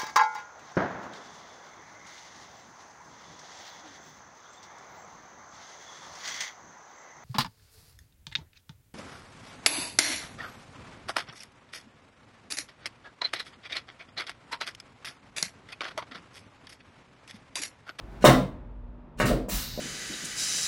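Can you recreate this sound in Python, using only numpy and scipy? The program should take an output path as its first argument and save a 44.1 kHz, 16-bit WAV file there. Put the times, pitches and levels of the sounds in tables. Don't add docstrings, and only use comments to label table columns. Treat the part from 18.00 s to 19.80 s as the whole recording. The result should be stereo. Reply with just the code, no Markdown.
import sys
import numpy as np
from scipy import signal
from scipy.fft import rfft, irfft
from scipy.io import wavfile
from scipy.ndimage import uniform_filter1d

SR = 44100
rng = np.random.default_rng(int(sys.argv[2]) if len(sys.argv) > 2 else 0)


def gain_from_decibels(decibels):
    exponent = np.asarray(decibels, float) / 20
    return 10 ** exponent


def persist_wave(psi):
    counts = np.round(np.clip(psi, -1, 1) * 32767).astype(np.int16)
    wavfile.write(sys.argv[1], SR, np.atleast_2d(counts).T)


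N = 79380
T = np.arange(N) / SR


def read(table, hz):
    table = np.array(table)
    return np.interp(np.log(hz + 1), np.log(table[:, 0]), table[:, 1])


def over_time(table):
    seconds, db = np.array(table).T
    return np.interp(T, seconds, db)


def colour(x, table):
    n = x.shape[-1]
    gain = gain_from_decibels(read(table, np.fft.rfftfreq(n, 1 / SR)))
    return irfft(rfft(x) * gain, n)


def noise(table):
    x = colour(rng.standard_normal(N), table)
    return x / x.std()


def band(x, hz, q):
    return signal.lfilter(*signal.iirpeak(min(hz, 0.45 * SR), q, fs=SR), x)


def walk(rate_hz):
    k = int(SR / rate_hz)
    steps = np.repeat(rng.standard_normal(N // k + 1), k)
    return 1.3 * uniform_filter1d(uniform_filter1d(steps, k), k)[:N]


def shape(start, attack, hold, t60):
    t = T - start
    rise = np.clip(t / attack, 0, 1) ** 2
    return rise * gain_from_decibels(-60 * np.clip(t - attack - hold, 0, None) / t60)


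def stereo(mid, side):
    # frequency in Hz, side minus mid in dB
    side_balance = [(60, -14.5), (110, -22.5), (200, -14), (380, -9), (700, -4.5), (1290, 0.5),
                    (2380, -0.5), (4400, -1.5), (8120, 3), (15000, -3.5)]
    side = colour(side, side_balance)
    return np.array([mid + side, mid - side])


def blows():
    # start in seconds, level in dB, contact in ms, crack in dB, part of the frame struck in Hz
    impacts = [(0.2419, -0.5, 0.25, -23.5, 586), (.2500, -10.5, 0.13, 1.5, 1040),
               (0.2567, -7.5, 0.22, -18.5, 1200), (.2665, -10, 0.33, -8.5, 900),
               (.2770, -12.5, 0.61, -22.5, 500), (.2890, -4.5, .8, -20, 400),
               (1.2006, -11.5, 0.13, -11, 1600), (1.2060, -23, 0.11, -11.5, 1500),
               (1.213, -17, 0.97, -17, 286), (1.228, -16.5, 1.17, -20.5, 297),
               (1.2480, -15.5, 1.5, -24.5, 395), (1.2570, -13, 2.7, -9.5, 243),
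               (1.282, -19.5, 1.14, -11, 240), (1.3010, -9.5, 1.16, -30, 464),
               (1.3140, -11.5, 1.05, -31, 520), (1.3300, -16.5, 1.02, -36, 463),
               (1.3450, -17, 1.5, -30.5, 300), (1.4840, -25, 0.76, -19.5, 450),
               (1.5300, -23, 1.77, -34, 186), (1.7760, -21, 1.13, -36.5, 520), (1.7890, -20, 1.1, -34, 480)]
    # frequency in Hz, level in dB, T60 in seconds
    frame_modes = [(135, -9, 0.34), (189, 2.5, 0.037), (258, -10, 0.097), (352, -9, 0.043),
                   (456, -21, 0.026), (520, -4.5, 0.052), (606, -1.5, 0.036), (680, -2.5, 0.042),
                   (833, -3, 0.015), (996, -1, .025), (1129, 1, 0.038), (1292, -6.5, .02), (1600, 4, 0.011),
                   (1970, 4, .012)]
    scatter_db, detune, spread_db_per_oct2 = 1.8, 0.02, 3.5
    crack_hz, crack_t60_s = 3204, 0.02
    rattle_hz, rattle_db, rattle_t60_s = 1500, 8, 0.049

    hz, mode_db, t60 = np.array(frame_modes).T
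    t = np.arange(SR // 8) / SR
    column = t[:, None]
    sign = np.sign(hz - 300)
    out = np.zeros(N + SR)
    for start, level_db, contact_ms, crack_db, part_hz in impacts:
        level_chance, pitch_chance = rng.standard_normal((2, len(hz)))
        distance_db = spread_db_per_oct2 * np.log2(hz / part_hz) ** 2
        gain = sign * gain_from_decibels(mode_db + scatter_db * level_chance - distance_db)
        tones = np.sin(2 * np.pi * hz * (1 + detune * pitch_chance) * column)
        ring = (gain * gain_from_decibels(-60 * column / t60) * tones).sum(axis=1)
        push = np.sin(np.pi * np.clip(t[:300] * 1000 / contact_ms, 0, 1))
        ring = -np.convolve(ring, push / push.sum())[:len(t)] / 3
        crack = band(rng.standard_normal(len(t)), crack_hz, 1.0)
        crack = crack * gain_from_decibels(crack_db - 60 * t / crack_t60_s)
        rattle = band(rng.standard_normal(len(t)), rattle_hz, 1.69)
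        rattle = rattle * gain_from_decibels(crack_db + rattle_db - 60 * t / rattle_t60_s)
        i = int(start * SR)
        out[i:i + len(t)] += gain_from_decibels(level_db) * (ring + crack + rattle)
    return out[:N]


def slides():
    # start in seconds, length in seconds, final level in dB, growth in dB
    scrapes = [
        (0.208, 0.023, -31.5, 19),
        (1.171, 0.027, -31, 33),
    ]
    # frequency in Hz, level in dB per Hz
    scrape_colour = [(59, -36), (100, 9), (1010, -17), (1310, -7.5), (1800, -11), (5530, -17), (16000, -37)]
    gain = np.zeros(N)
    for start, length, final_db, growth_db in scrapes:
        sliding = (T > start) & (T < start + length)
        remaining = np.clip(1 - (T - start) / length, 0, 1)
        gain += sliding * gain_from_decibels(final_db - growth_db * remaining)
    return gain * noise(scrape_colour) * gain_from_decibels(3 * walk(300))


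def air():
    # start, attack, hold and T60 in seconds, level in dB
    puffs = [
        (0.239, 0.0055, 0.005, 0.28, -23),
        (1.179, 0.018, 0.0046, 0.039, -39.5),
        (1.2535, 0.00307, 0.024, 0.21, -33),
    ]
    vent = (1.482, .011, .06, .5, -30.5)
    # frequency in Hz, level in dB per Hz
    puff_colour = [(900, -24.5), (2000, -9), (4500, -6.5), (7000, -18.5), (8900, -8.5), (11000, -18.5),
                   (14500, -10), (16000, -6.5)]
    vent_colour = [(400, -19), (900, -8.5), (2500, -5.5), (6000, -4), (8500, -8), (10500, -8.5),
                   (13500, -0.5), (16000, -4.5)]
    hiss_colour = [(410, -39), (700, -37), (934, -26), (1680, -8), (2660, -10), (4430, 3), (10300, -26.5),
                   (14000, -4.5), (16000, -20.5)]

    puff_gain = sum(gain_from_decibels(db) * shape(*times) for *times, db in puffs)
    *vent_times, vent_db = vent
    rush = gain_from_decibels(vent_db) * shape(*vent_times) * noise(vent_colour)
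    hiss = gain_from_decibels(-42) * shape(vent_times[0], 0.011, 0.13, 3.6) * noise(hiss_colour)
    return (puff_gain * noise(puff_colour) + rush + hiss) * gain_from_decibels(0.93 * walk(56))


def booms():
    # start in seconds, attack in seconds, level in dB, frequency in Hz, T60 in seconds
    loads = [(.25, .06, -37.5, 43.6, .35), (0.253, 0.038, -17, 135, 0.38), (.3, 0.01, -28.5, 258, 0.43),
             (0.379, 0.043, -31, 187.4, 0.2), (1.191, 0.027, -33, 46, 0.57),
             (1.221, .025, -23, 123.8, 0.17), (1.258, 0.018, -24, 245.2, .2),
             (1.291, 0.035, -27, 43.4, 0.43), (1.331, 0.0088, -29, 137.5, 0.31),
             (1.499, .06, -30, 43, 0.27), (1.51, 0.014, -38.5, 197, 0.17), (1.729, 0.0073, -42, 43, 0.87)]
    out = np.zeros(N)
    for start, attack, db, hz, t60 in loads:
        tone = np.sqrt(2) * np.sin(2 * np.pi * hz * (T - start))
        out += gain_from_decibels(db + 2.2 * walk(30)) * shape(start, attack, 0, t60) * tone
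    return out


def room():
    # frequency in Hz, T60 in seconds
    room_decay = [(100, 0.48), (500, 0.39), (2000, 0.33), (5000, .31), (14000, 0.19)]
    build_s = 0.001
    t = np.arange(SR // 2) / SR
    tail = np.zeros((2, len(t)))
    for hz in 60 * 2 ** np.arange(0, 8.3, 0.5):
        tail += band(rng.standard_normal((2, len(t))), hz, 2.76) * gain_from_decibels(-60 * t / read(room_decay, hz))
    tail = tail * (1 - np.exp(-t / build_s))
    mid, side = tail / np.sqrt((tail ** 2).sum(axis=1, keepdims=True))
    return stereo(mid, side)


def hush():
    # frequency in Hz, level in dB per Hz
    hush_colour = [(60, -16.5), (100, 5), (250, -4.5), (500, -13.5), (1000, -15), (3200, -36), (5000, -48),
                   (16000, -75)]
    # time in seconds, level in dB
    hush_level = [(0, -49), (.55, -46.5), (.8, -52), (1.15, -51), (1.8, -47.5)]
    white = rng.standard_normal((2, N))
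    out = np.zeros((2, N))
    for hz in 80 * 2 ** np.arange(0, 7.6, 0.5):
        out += band(white, hz, 3) * gain_from_decibels(1.5 * walk(6))
    out = colour(out, hush_colour)
    return out * gain_from_decibels(over_time(hush_level)) / out[0].std()


def rumble():
    # time in seconds, level in dB
    rumble_level = [(0.0, -61), (0.032, -45), (0.198, -45.5), (0.318, -27), (0.498, -46), (0.85, -40),
                    (1.134, -56.5), (1.17, -44)]
    centre_hz, width_hz = 47, 27.5
    out = rng.standard_normal(N)
    for _ in range(3):
        out = band(out, centre_hz, centre_hz / width_hz)
    out = out / np.sqrt(uniform_filter1d(out ** 2, SR // 16))
    return out * gain_from_decibels(over_time(rumble_level))


def hum():
    # frequency in Hz, level in dB
    motor_tones = [(98, -65), (180, -61.5), (242, -54.5), (540, -68), (600, -64.5)]
    return sum(gain_from_decibels(db + 2.8 * walk(15.9)) * np.sin(2 * np.pi * hz * T) for hz, db in motor_tones)


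def cloth():
    # frequency in Hz, level in dB per Hz
    cloth_colour = [(160, -34.5), (280, -9.5), (393, -3), (457, -21.5), (653, -7.5), (1180, -19.5),
                    (1330, -15), (16000, -48.5)]
    # time in seconds, level in dB
    cloth_level = [(0, -54), (.08, -57.5), (.13, -52.5), (.21, -52.5), (.3, -94.5)]
    out = colour(rng.standard_normal((2, N)), cloth_colour)
    return out / out.std() * gain_from_decibels(over_time(cloth_level) + 0.8 * walk(40))


def background():
    wide = hush() + cloth()
    return stereo(wide[0] + rumble() + hum(), wide[1])


def scene():
    lag_s, frame_room_db, air_room_db = 0.00012, 2.5, -2.5
    frame = blows() + slides()
    gas = air()
    lags = lag_s * np.array([[1], [0]])
    delay = np.exp(-2j * np.pi * np.fft.rfftfreq(N, 1 / SR) * lags)
    direct = irfft(rfft(frame + gas) * delay, N)
    send = gain_from_decibels(frame_room_db) * frame + gain_from_decibels(air_room_db) * gas
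    wet = signal.fftconvolve(send[None], room(), axes=1)[:, :N]
    return direct + wet + booms() + background()


def band_limit(x):
    return signal.sosfilt(signal.butter(12, 16520, fs=SR, output="sos"), x)


def record(dry):
    headroom, top_hz = 1.05, 15900
    rounded = np.tanh(dry / headroom) * headroom
    low_pass = signal.ellip(8, 0.2, 70, top_hz, fs=SR, output="sos")
    return band_limit(signal.sosfilt(low_pass, rounded))


dry = scene()
out = record(dry)
persist_wave(out)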